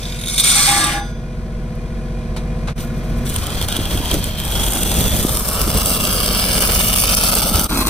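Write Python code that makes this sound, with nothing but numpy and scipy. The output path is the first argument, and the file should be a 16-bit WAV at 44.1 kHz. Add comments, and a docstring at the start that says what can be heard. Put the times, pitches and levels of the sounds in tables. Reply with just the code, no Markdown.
"""Filing and welding a steel pipe

Outdoors, the three-cylinder engine of a welder drones while a file is drawn once across a big steel
pipe and makes it ring. The rod holder knocks, then an arc is struck. It sizzles and spits as drops of
metal short the gap, nearer and nearer, and wind buffets the hand-held pair of microphones."""
import sys
import numpy as np
from scipy import signal
from scipy.fft import rfft, irfft, next_fast_len
from scipy.io import wavfile
from scipy.ndimage import uniform_filter1d

SR = 44100
rng = np.random.default_rng(int(sys.argv[2]) if len(sys.argv) > 2 else 0)


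def dump_mix(stems):
    """Bounce the given channels to the path in sys.argv[1] as a 16-bit WAV at rate SR."""
    frames = np.atleast_2d(stems).T  # one column per channel
    limited = np.clip(frames, -1, 1)  # hard clip at full scale
    pcm = np.round(limited * 32767).astype(np.int16)
    wavfile.write(sys.argv[1], SR, pcm)


N = 348063
SIZE = next_fast_len(N)
T, HZ = np.arange(N) / SR, np.fft.rfftfreq(SIZE, 1 / SR)

# The pipe wall's own notes: f/Hz, level/dB, t60/s (the time to fade by 60 dB)
PIPE_NOTES = [(334, -6, .1), (730, -12, .1), (810, -9, .15), (1082, -11, .3), (1168, -9, .13),
              (1444, -12, .9), (1502, -13, .25), (1652, -8, .35), (1726, -9, .15), (2278, -14, .06),
              (2433, -15, .2), (3445, -18, .7), (3688, -19, .6), (4396, -19, .08), (4850, -21, .66),
              (4877, -20, .5), (5642, -14, .08), (6056, -22, .7)]


def arc():
    """Hot gas hisses and flutters as drops of metal short the gap, over a steadier roar and frying."""
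    onset = [(3.245, 0), (3.27, 0.85)]  # the arc catches: t/s, strength/0-1
    levels = [(3.27, -31.5, -28.5, -41), (3.45, -37.5, -28, -31.5), (3.75, -35, -26, -33),
              (3.9, -44, -34, -35), (4.1, -32.5, -24.5, -33.5), (4.3, -44.5, -32.5, -44),
              (4.5, -31, -28.5, -29.5), (4.8, -24.5, -25.5, -27), (5.1, -27, -27.5, -32.5),
              (5.45, -24.5, -28, -27), (5.7, -27.5, -25, -26), (5.9, -22.5, -23.5, -25),
              (6.45, -23.5, -17.5, -25.5), (6.65, -20.5, -18, -23.5), (7, -20, -17.5, -27.5),
              (7.6, -24, -19, -24), (7.72, -28.5, -28.5, -24), (7.89, -23, -20.5, -19)]  # it draws nearer: t/s, sizzle/dB, roar/dB, frying/dB
    shorts = [(3.668, 32, 0.025), (4.79, 0, 0.005), (4.84, 15, 0.017), (5.444, 2.5, 0.088),
              (5.829, 7, 0.016), (5.987, 5.5, 0.026), (6.599, 7.5, 0.0099), (6.92, 5, 0.014),
              (6.951, 18, 0.0054), (7.057, 3.5, 0.021), (7.155, 13, 0.018), (7.283, 11, 0.0041),
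              (7.311, 6, 0.009), (7.348, 8, 0.01), (7.415, 15, 0.005), (7.52, 5, 0.037),
              (7.639, 3.5, 0.037), (7.845, 5.5, 0.044)]  # a drop bridges the gap and quiets the arc: t/s, depth/dB, length/s
    route = [(5.1, 0), (5.6, 1), (7.67, 1), (7.69, 2)]  # where it is heard from: t/s, place/0-2
    colours = [(300, 1.5), (600, -6), (1000, -5), (1500, -10), (2400, -16), (2800, -12.5), (3300, -9),
               (3900, -11.5), (5300, -6.5), (6200, -1), (8000, 3.5), (12500, 3.5), (15800, -3)], [(300, 2),
               (700, 1.5), (950, -0.5), (1300, 4), (2000, -14.5), (2700, -3.5), (3500, -5.5), (4000, -10.5),
               (5000, -0.5), (6800, -6), (8500, -0.5), (12000, -1), (15800, -3.5)], [(300, 4), (600, -16),
               (1000, -9), (1400, -7), (2000, -15.5), (2600, -6), (3200, -13), (4200, -9), (5500, -21),
               (7600, -22), (8100, -17.5), (12000, -20), (15800, -22)]  # its tone at each of the three places: f/Hz, level/dB
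    gap_note = [(3.3, 3200, -51), (3.75, 3260, -36), (4.2, 3180, -43.5), (4.6, 3320, -31),
                (5.2, 3450, -34.5), (5.5, 3420, -54)]  # the gap between the pipes whistles: t/s, f/Hz, level/dB
    noise = rng.standard_normal((2, N))
    signs, place = np.sign(noise), curve(route)
    burning = curve(onset)
    for s, depth_db, length in shorts:
        burning = burning * gain_of(-depth_db * np.exp(-(2 * (T - s) / length) ** 4))
    drop_sizes = gain_of(5.9 * np.minimum(rng.exponential(1, N), 3.0))
    drops = drop_sizes * (rng.random(N) < 420 / SR)  # about 420 a second
    crackle = signal.oaconvolve(drops, gain_of(-60 * T[:900] / 0.0016))[:N]
    tick_share = np.interp(place, [0, 1], [0.15, 0.27])  # more dry ticks close up
    ticks = burning * tick_share * evened(np.minimum(drops, 7.0) * signs)
    flicker_db = 0.44 * wander(33.0)
    quick = burning * noise * evened(gain_of(flicker_db + 2.8 * wander(230.0)) + 0.43 * crackle)
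    steady = burning * noise * evened(gain_of(0.63 * flicker_db + 2.1 * wander(50.0)) + 0.62 * crackle)
    high_spits, mid_spits = spitting(column=1) * signs, spitting(column=2) * signs
    sizzle = gain_of(curve(levels)) * (quick + ticks) + 0.6 * high_spits
    roar = gain_of(curve(levels, 2)) * (steady + ticks) + 0.85 * mid_spits
    frying = gain_of(curve(levels, 3)) * steady + 0.67 * mid_spits
    high, low = 1 / (1 + (4600 / (HZ + 1)) ** 8), 1 / (1 + (HZ / 1900) ** 8)
    middle = abs(1 - high - low)
    out = 0
    for k, colour in enumerate(colours):
        colour = [(120, -34)] + list(colour)  # little bass from so small a source
        share = np.clip(1 - abs(place - k), 0, 1)
        out += microphones(share * sizzle, high * band_gain(colour, 8240, 10750), place=k)
        out += microphones(share * roar, middle * band_gain(colour, 1900, 5330), place=k)
        out += microphones(share * frying, low * band_gain(colour, 350, 1320), place=k)
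    gap_hz, far = curve(gap_note), np.clip(1 - place, 0, 1)
    whistle = gain_of(curve(gap_note, 2, silent=True)) * resonate(quick, gap_hz, width_hz=200)
    whistle += gain_of(-34.5) * far * resonate(mid_spits, gap_hz, width_hz=300)  # spits ring it too
    return shifting_colour(pipe_echo(out) + microphones(whistle, 1.0))


def spitting(column):
    """How strongly the arc spits in one band: each spit is a snap inside a small swell."""
    spits = [(3.2568, -32, -48), (3.2673, -28, -39), (3.2982, -14, -32), (3.3426, -15, -29),
             (3.3621, -17, -27), (3.3621, -9, -23), (3.4679, -20, -33), (3.4679, -14, -29),
             (3.5038, -20, -27), (3.6145, -17, -18), (3.6255, -15, -22), (3.6854, -16, -28),
             (3.6857, -13, -25), (3.7058, -23, -28), (3.725, -15.5, -23), (3.766, -9, -20),
             (3.855, -16, -27), (3.9109, -32, -23), (3.9737, -15, -26), (4.056, -18, -34),
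             (4.1139, -11, -15), (4.1412, -7, -21), (4.2413, -9.5, -22), (4.3838, -18, -30),
             (4.4007, -12, -24), (4.4516, -11, -27), (4.5971, -16, -22), (4.6655, -9, -23),
             (4.7223, -10, -25), (4.8326, -2, -20), (4.9169, -12, -19), (5.0072, -9, -22.5),
             (5.0406, -10, -25), (5.08, -6, -26), (5.1658, -7, -21), (5.293, -11, -15), (5.3489, -17, -26),
             (5.3714, -8, -23), (5.3953, -10, -33), (5.4876, -4, -24), (5.5978, -15, -33),
             (5.6158, -6, -27), (5.7021, -10, -14), (5.7749, -5.5, -16), (5.8173, -15, -27),
             (5.8313, -9, -21), (5.8587, -5, -24), (5.8947, -17, -29), (6.0014, -11, -13),
             (6.4085, -12, -17), (6.5522, -9, -11), (6.61, -10, -15), (6.6215, -4, -24), (6.7492, -4, -23),
             (6.8849, -7, -22), (6.9383, -9, -22), (6.9602, -7, -13), (6.9862, -11, -15), (7.0121, -9, -20),
             (7.0376, -12, -7), (7.1493, -1, -23), (7.1693, -5, -19), (7.2366, -4, -9), (7.286, -6, -22),
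             (7.2955, -7, -15), (7.3234, -12, -19), (7.3523, -2, -24), (7.3688, -11, -23),
             (7.3873, -3, -19), (7.4242, -11, -18), (7.5404, -6, -18), (7.5584, -10, -21),
             (7.5948, -2, -21), (7.6133, -7, -27), (7.6432, -2, -26), (7.7789, -13, -33)]  # t/s, treble peak/dB, middle peak/dB
    swell_db, swell_s = -24, 0.008
    events = [(row[0], row[column]) for row in spits]
    snaps = bursts([(s, db, 0.0065) for s, db in events], rise_s=0.0003)
    t = T[::64]
    swells = sum(gain_of(db + swell_db) * np.exp(-((t - s) / swell_s) ** 2) for s, db in events)
    return snaps + np.interp(T, t, swells)


def file_stroke():
    """The teeth scrape and catch on the steel, which sets both the file and the pipe ringing."""
    stroke = [(0, -32.5, 0.56, -46), (.25, -33, 0.5, -52), (.285, -28.5, 1, -45), (.37, -24.5, 1, -51),
              (.39, -20.5, 0.95, -51), (.432, -22.5, 1, -44), (.442, -15.5, 0.96, -50),
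              (.578, -14, 0.84, -30), (.63, -13.5, 1, -34), (.69, -12, 0.64, -27.5),
              (.81, -15.5, 0.65, -20.5), (.92, -17, 0.38, -27.5), (.98, -26, 0.5, -27),
              (1.03, -38, 0.3, -39), (1.12, -46, 0.9, -78)]  # t/s, level/dB, pressure/0-1, shaking of the wall/dB
    tooth_catches = [(0.0295, -18), (0.053, -19), (0.079, -29), (0.0976, -23), (0.122, -14.5),
                     (0.1555, -24), (0.1889, -22), (0.2125, -19), (0.236, -15), (0.2588, -19), (0.271, -16),
                     (0.2823, -7), (0.297, -15), (0.343, -16), (0.379, 3), (0.397, 11), (0.4385, -11),
                     (0.4664, -10), (0.514, -12), (0.7132, -12), (0.808, -9), (0.841, 4)]  # t/s, relative peak/dB
    light_tone = [(1000, -18), (1950, 1), (2300, -1), (2700, -4), (3700, -7), (4400, -30), (6500, -29),
                  (10500, -14), (11400, -38), (15500, -36)]  # scraping with light pressure: f/Hz, level/dB
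    heavy_tone = [(400, -60), (900, -14), (2300, -17.5), (4300, -3.5), (6200, -3), (9600, -7.5),
                  (11500, -12), (12300, -10), (15000, -20)]  # scraping with heavy pressure: f/Hz, level/dB
    # The file's own notes slide as its free length changes:
    # loudest at t/s, f/Hz, glide/(Hz a second), relative level/dB, time to fall by 7 dB/s
    file_notes = [(0.12, 3500, -100, -1, 0.2), (0.27, 3800, -100, -2.5, 0.25), (0.54, 3270, -400, -2, 0.11),
                  (0.64, 4100, -400, -17, 0.28), (0.42, 7000, 1000, -2, 0.18), (0.47, 8720, -900, 4, 0.16),
                  (0.63, 8490, -900, 2.5, 0.29), (0.31, 10600, -300, 4, 0.12),
                  (0.66, 10050, -500, -3.5, 0.2)]
    catches = bursts([(s, db, 0.028) for s, db in tooth_catches], rise_s=0.00087)
    grain = evened(gain_of(0.87 * wander(250.0)))
    grit = rng.standard_normal((2, N)) * grain
    level, pressure = gain_of(curve(stroke, silent=True) - 3.0), curve(stroke, 2)
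    light = (1 - pressure) * (level + 0.056 * catches) * grit
    heavy = pressure * (level + 0.042 * catches) * grit
    scrape = microphones(light, band_gain(light_tone, 1900, 11300))
    scrape += microphones(heavy, band_gain(heavy_tone, 3000, 6700))
    flutter = 0.77 * evened(gain_of(4.2 * wander(41.0))) + 0.49 * np.minimum(catches / level, 4)
    song = 0
    for s, hz, glide, db, reach in file_notes:
        pitch = hz + glide * np.clip(T - s, -reach, reach)
        song += level * gain_of(db - 7 * ((T - s) / reach) ** 2) * resonate(grit, pitch, width_hz=260)
    shaking = gain_of(curve(stroke, 3, silent=True)) * grit[0]
    low_ring = pipe_wall(shaking, [note for note in PIPE_NOTES if note[0] < 2000])
    high_ring = pipe_wall(pressure * level * grit[0], [note for note in PIPE_NOTES if note[0] > 2000])
    ring = low_ring + gain_of(-3.0) * high_ring
    ring_pair = gain_of(7.0) * np.array([ring, np.roll(ring, 300)])
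    blade = sum(np.sin(2 * np.pi * (hz * T + rng.random())) for hz in (3490, 3650, 3830))
    ping = np.minimum(catches, gain_of(-17)) * blade  # each catch rings the blade
    return shifting_colour(scrape + microphones(flutter * song + 0.7 * ping + ring_pair, 0.61))


def pipe_wall(shaking, notes):
    """Shaken steel rings on at its own notes, each fading at its own speed."""
    t = T[:SR]
    ring = sum(gain_of(db - 60 * t / t60) * np.sin(2 * np.pi * hz * t) / np.sqrt(t60)
               for hz, db, t60 in notes)
    return signal.oaconvolve(shaking, ring)[:N] / np.linalg.norm(ring)


def chatter():
    """The teeth lock on to a note of the pipe: it rises quickly, holds and rings away."""
    tones = [(0.552, 0.033, 810, -26), (0.575, .03, 1710, -30), (0.672, 0.11, 810, -19.5),
             (0.715, 0.17, 1175, -24.5), (0.725, .03, 1726, -29), (0.85, .04, 830, -25.5),
             (0.93, 0.082, 813, -23.5), (0.935, .035, 1657, -32), (0.95, .03, 3445, -38),
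             (0.89, .09, 4850, -43), (0.89, .09, 4877, -41)]  # t/s, length/s, f/Hz, level/dB
    rise_s, out = 0.01, 0
    for s, length, hz, db in tones:
        t = np.maximum(T - s, 0)
        t60 = min(PIPE_NOTES, key=lambda note: abs(note[0] - hz))[2]
        level = np.minimum(t / rise_s, 1) * gain_of(db - 60 * np.maximum(t - length, 0) / t60)
        out += level * np.sin(2 * np.pi * hz * t)
    return np.sqrt(2) * out * gain_of(2.3 * wander(60.0))  # the scraping roughens the tones


def knocks():
    """The rod holder knocks and scratches the pipe: short noises, some dull, some bright."""
    hits = [(1.7494, -43, 0.036, 7), (2.3617, -21, 0.12, -3), (2.672, -19, 0.061, -4),
            (2.682, -15.5, 0.042, -8), (2.693, -23.5, 0.084, -5), (2.7766, -26.5, 0.17, -1.5),
            (2.802, -20, 0.044, 0.5)]  # t/s, relative peak/dB, t60/s, tilt toward treble/dB
    out = 0
    for s, db, t60, tilt in hits:
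        noise = 1.23 * bursts([(s, db, t60)], rise_s=0.0046) * rng.standard_normal((2, N))
        colour = [(300, 6), (1000, -2 * tilt), (3000, -0.3 * tilt), (3800, 4.0), (4600, 0),
                  (10500, 2.3 * tilt), (16000, 2 * tilt - 13)]
        out += microphones(noise, gain_of(spectrum(colour)))
    return out


def engine():
    """Three firings a cycle make a slightly unsteady drone and shake noise out of the casing."""
    speed = [(3.25, 15.05), (3.6, 14.6), (4.6, 14.8), (6, 14.76), (7.67, 14.76), (7.7, 14.82)]  # the load drags the engine down: t/s, cycle rate/Hz
    welding_load = [(3.3, 0.01), (3.7, 0.94)]  # t/s, load/0-1
    free_tones = [(2, -20), (3, 0), (4, -17), (5, -20), (6, -15), (7, -14), (8, -18), (9, -8), (10, -10),
                  (11, -11), (12, -14), (13, -22), (14, -24), (15, -9), (16, -16), (17, -26), (18, -34),
                  (19, -34), (20, -30), (21, -27), (22, -25), (23, -26), (24, -20), (25, -24), (29, -29),
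                  (30, -21), (31, -28), (32, -27), (33, -16), (34, -28), (35, -34), (36, -32), (40, -34),
                  (41, -29), (42, -22), (43, -30), (44, -27), (45, -30), (47, -33), (48, -31), (50, -31),
                  (52, -32), (54, -33), (61, -36), (66, -28), (69, -30), (71, -30)]  # running free: multiple of the cycle rate, level/dB
    loaded_tones = [(2, -5), (3, 2), (4, -4.0), (5, -27), (6, -6.5), (7, -17.0), (8, -11.0), (9, -38),
                    (10, -13.0), (11, -29), (12, -5.0), (13, -9.0), (14, -17.0), (15, -5.0), (16, -15.0),
                    (17, -11.5), (18, -30), (33, -16), (42, -10.0)]  # under load: multiple of the cycle rate, level/dB
    levels = [(0, -26.5, -30), (.6, -27, -31.5), (1.2, -26, -29.5), (2.57, -21.5, -26), (2.83, -24, -25),
              (3.21, -20.5, -22.5), (3.41, -31, -22.5), (4.6, -31, -24), (5.03, -28, -24.5),
              (5.45, -29, -26), (6.04, -27, -26), (6.77, -25, -24), (7.58, -28, -28), (7.89, -24, -32)]  # t/s, drone/dB, casing noise/dB
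    clatter = [(25, -3.5), (60, 0.5), (150, -6), (280, -17.5), (500, -22), (740, -20.5), (880, -37),
               (1000, -24.5), (1400, -29.5), (2000, -27), (2400, -31.5), (2750, -35.5), (3100, -34.5),
               (5500, -37), (7000, -41), (11000, -44), (15500, -56)]  # fan and casing noise: f/Hz, level/dB
    panel_notes = [(994, 86, 2), (1460, 44, 11.5), (1694, 50, 9), (2430, 55, 10.5), (3300, 19, 6.5)]  # panels ring with each firing: f/Hz, width/Hz, level/dB
    cycles = np.cumsum(curve(speed) * (1 + 0.0012 * wander(1.73))) / SR
    step = 8  # low tones need only every eighth sample
    load, tones = curve(welding_load)[::step], 0
    for k, free_db in free_tones:
        wobble_db = 1.12 * np.sin(2 * np.pi * (rng.uniform(0.391, 4.0) * T[::step] + rng.random()))
        loaded_db = dict(loaded_tones).get(k, -30)
        level = gain_of(free_db + load * (loaded_db - free_db) + wobble_db)
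        tones += level * np.cos(2 * np.pi * (k * cycles[::step] + rng.random()) + 0.5 * wobble_db)
    drone = np.sqrt(2) * gain_of(curve(levels)) * signal.resample_poly(tones, up=step, down=1)[:N]
    throb = 1 + 0.021 * np.cos(2 * np.pi * cycles) + 0.096 * np.cos(2 * np.pi * 3 * cycles)
    casing = evened(microphones(throb * rng.standard_normal((2, N)), gain_of(spectrum(clatter))))
    firings = np.exp(-(3 * cycles % 1) / 0.33) * throb * rng.standard_normal((2, N))
    panel_gain = sum(gain_of(db) / (1 + (2 * (HZ - hz) / width) ** 2) for hz, width, db in panel_notes)
    panels = gain_of(-19.5) * evened(microphones(firings, panel_gain))
    return drone + gain_of(curve(levels, 2)) * (casing + panels)


def wind():
    """Swirling air rumbles on the microphones, and single gusts land as thumps that fall in pitch."""
    strength = [(2.76, -33, -13), (2.82, -29, -14), (2.92, -42, 11), (3.3, -28.5, -10), (3.5, -18, -30),
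                (3.6, -24, -34), (3.79, -19.5, 1.5), (4.02, -19.5, -26), (4.13, -16.5, 0), (4.47, -24, -16),
                (4.6, -18.5, -11), (4.8, -22.5, -2), (5.06, -15.5, -3.5), (5.43, -25, -6),
                (5.77, -19.5, 1.5), (5.9, -28, 5.5), (7.45, -33.5, 13), (7.55, -12, -7), (7.7, -54, 10),
                (7.89, -39, 8)]  # t/s, level/dB, extra level for the rush/dB
    rumble_tone = [(25, -8), (45, 9.5), (90, 4), (140, -7.5), (300, -24.5)]  # deep buffeting: f/Hz, level/dB
    rush_tone = [(80, -37), (160, -2.5), (300, -12), (600, -11), (1200, -55)]  # the higher rush of air: f/Hz, level/dB
    thumps = [(3.11, -5, 137, 0.06), (3.247, -11, 140, 0.037), (3.302, -4, 137, 0.027),
              (3.767, -17, 220, 0.022), (3.79, 4.5, 159, 0.013), (3.808, -5, 110, 0.029),
              (3.952, -8, 227, 0.05), (4.002, -10, 234, 0.042), (4.116, -7, 177, 0.02),
              (4.147, 9.5, 102, 0.0077), (4.168, 6, 115, 0.013), (5.249, 11, 192, 0.012),
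              (5.677, -10, 183, 0.11), (5.749, -4.5, 194, 0.027), (5.913, -5.5, 170, 0.039),
              (7.514, -11.5, 194, 0.086), (7.61, -4, 172, 0.024)]  # t/s, relative peak/dB, final f/Hz, t60/s
    lumps = rng.standard_normal((2, N)) * evened(gain_of(6.1 * np.minimum(wander(13.0), 1.2)))
    lumps *= gain_of(curve(strength, silent=True))
    out = microphones(lumps, 0.67 * band_gain(rumble_tone, 49, 170))
    out += microphones(lumps * gain_of(curve(strength, 2)), 0.45 * band_gain(rush_tone, 100, 700))
    for s, db, hz, t60 in thumps:
        t = np.maximum(T - s, 0)
        phase = 2 * np.pi * hz * (t + 0.0025 * (1 - np.exp(-t / 0.0036)))
        out -= 1.04 * bursts([(s, db, t60)], rise_s=0.0017) * np.cos(phase)
    return out


def loose_panel():
    """A loose panel pings three times, one engine cycle apart."""
    pings = [(2.835, -30), (2.901, -30), (2.967, -34)]  # t/s, peak/dB
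    hz, t60 = 1440, 0.077
    return bursts([(s, db, t60) for s, db in pings], rise_s=0.0019) * np.sin(2 * np.pi * hz * T)


def hum():
    """A low tone swells briefly around the moment the arc is struck."""
    tone = [(2.78, 240, -32), (3.1, 239, -31), (3.25, 241.5, -23), (3.4, 232, -42)]  # t/s, f/Hz, level/dB
    phase = 2 * np.pi * np.cumsum(curve(tone)) / SR
    return np.sqrt(2) * gain_of(curve(tone, 2, silent=True)) * np.sin(phase)


def pipe_echo(x):
    """Adds an echo off the pipe wall, whose path shifts as the microphones move."""
    delays = [(3.3, 1.76), (4, 1.07), (5, 1.46), (5.5, 1.73), (6.3, 1.84), (6.6, 1.66), (7, 1.71),
              (7.89, 1.13)]  # t/s, delay/ms
    samples = np.arange(N)
    late = samples - curve(delays) * SR / 1000
    return x + gain_of(-11) * np.array([np.interp(late, samples, side) for side in x])


def shifting_colour(x, depth_db=2.5):
    """Narrow bands of pitch drift louder and softer at random, giving a hollow, shifting colour."""
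    bands = signal.stft(x, nperseg=512)[2]
    streaks = uniform_filter1d(rng.standard_normal(bands.shape[1:]), size=2, axis=0)
    streaks = uniform_filter1d(streaks, size=60, axis=1)
    return signal.istft(bands * gain_of(depth_db * evened(streaks)), nperseg=512)[1][:, :N]


def microphones(source, gain, place=0):
    """Of two versions of a sound, the left hears the first; the right, a phase-shifted blend of both."""
    likeness = [(40, 0.83), (300, 0.94), (1350, 0.84), (1600, 0.12), (2250, 0.63), (2550, 0.66),
                (3900, 0.88), (5000, 0.48), (5900, 0.32), (7200, 0.57), (7800, 0.75), (8800, 0.83),
                (10300, 1), (11400, 1), (12600, 1), (13600, 0.97), (14800, 0.9), (16000, 1)]  # how alike the two sides are: f/Hz, likeness/0-1
    balance = [(60, 0.0), (110, 0.0), (200, 0.0), (380, 0.5), (700, 1.0), (1290, 4.0), (2380, 0.5),
               (4400, -1.0), (8120, -0.5), (15000, 0.0)]  # f/Hz, left minus right/dB
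    leads = [(0, 0), (1290, -0.0), (1810, -2.5), (2580, 0.5), (3790, 0.4), (5430, 4.1), (6630, 8.7),
             (7410, 9.6), (8270, 7.3), (11600, 2.9), (13200, 0.3), (14000, -0.1), (15300, -2.8),
             (16100, -3.2)], [(0, 0), (1380, -0.3), (1640, -2.4), (1980, -1.9), (2500, 3.4), (3190, 5.9),
             (4650, 7.3), (5340, 8.9), (5940, 6.4), (7240, 9.7), (8350, 7.1), (9560, 5.8), (13200, 0.5),
             (16100, -3.5)], [(0, 0), (1290, -0.1), (1890, 8.1), (2240, 5.7), (2840, 8.6), (4050, 8.5),
             (4570, 11.6), (5000, 9.2), (6980, 15.3), (7490, 15.9), (8180, 19.8), (9560, 18.4),
             (15400, 9.9), (16100, 9.5)]  # how far the left is ahead at each place: f/Hz, phase/radians
    first, second = rfft(source, SIZE) * gain
    same, tilt = spectrum(likeness), gain_of(spectrum(balance) / 2)
    turn = np.exp(1j * np.interp(HZ, *np.transpose(leads[place])))
    right = same * first / turn + np.sqrt(1 - same ** 2) * second
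    return irfft([first * tilt, right / tilt])[:, :N]


def resonate(x, hz, width_hz):
    """Rings a sound at a moving pitch: shifts that pitch down to zero, smooths, and shifts back."""
    turn = np.exp(2j * np.pi * np.cumsum(hz) / SR)
    decay = np.exp(-np.pi * width_hz / SR)
    return evened((turn * signal.lfilter([1 - decay], [1, -decay], x / turn)).real)


def bursts(rows, rise_s):
    """The strength over time of events (t/s, level/dB, t60/s) that rise quickly and die away."""
    out = np.zeros(N)
    for s, db, t60 in rows:
        part = out[round(s * SR):][:SR // 4]
        t = T[:len(part)]
        part += gain_of(db - 60 * t / t60) * (1 - np.exp(-t / rise_s))
    return out


def wander(rate_hz):
    """A smooth random drift, mostly slower than the given rate."""
    return evened(irfft(rfft(rng.standard_normal(SIZE)) / (1 + (HZ / rate_hz) ** 2))[:N])


def curve(rows, column=1, silent=False):
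    """One column of a table over time; silent gives -120 dB before and after the table."""
    rows = np.asarray(rows)
    outside = -120 if silent else None
    return np.interp(T, rows[:, 0], rows[:, column], outside, outside)


def spectrum(points):
    """Joins (f/Hz, value) points with lines, giving each octave equal room."""
    hz, value = np.transpose(points)
    return np.interp(np.log(HZ + 1), np.log(hz + 1), value)


def band_gain(colour, lo_hz, hi_hz):
    """Gains for a tone colour, scaled so that white noise comes out with rms 1 in the band."""
    gain = gain_of(spectrum(colour))
    return gain / np.sqrt(np.mean(gain ** 2 * (HZ > lo_hz) * (HZ < hi_hz)))


def gain_of(db):
    """Turns decibels into a number to multiply by."""
    return 10 ** (np.asarray(db) / 20)


def evened(x):
    """Scales a signal to an average strength (rms) of 1."""
    return x / np.sqrt(np.mean(x ** 2) + 1e-20)


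def scene():
    """All the sources together at the two microphones."""
    return engine() + hum() + loose_panel() + file_stroke() + chatter() + knocks() + arc() + wind()


def record(dry):
    """The level dips briefly twice, loud peaks are rounded off, and the highest treble is cut."""
    dips = [(2.745, 0.03), (7.681, 0.025)]  # t/s, half length/s
    for s, half in dips:
        dry = dry * np.sin(np.pi / 2 * np.clip(abs(T - s) / half, 0.24, 1)) ** 2
    rounded = 1.171 * np.tanh(dry / 1.468)
    treble_cut = signal.firwin(511, 15950, window=("kaiser", 9), fs=SR)
    return signal.oaconvolve(rounded, treble_cut[None], "same")


dry = scene()
out = record(dry)
dump_mix(out)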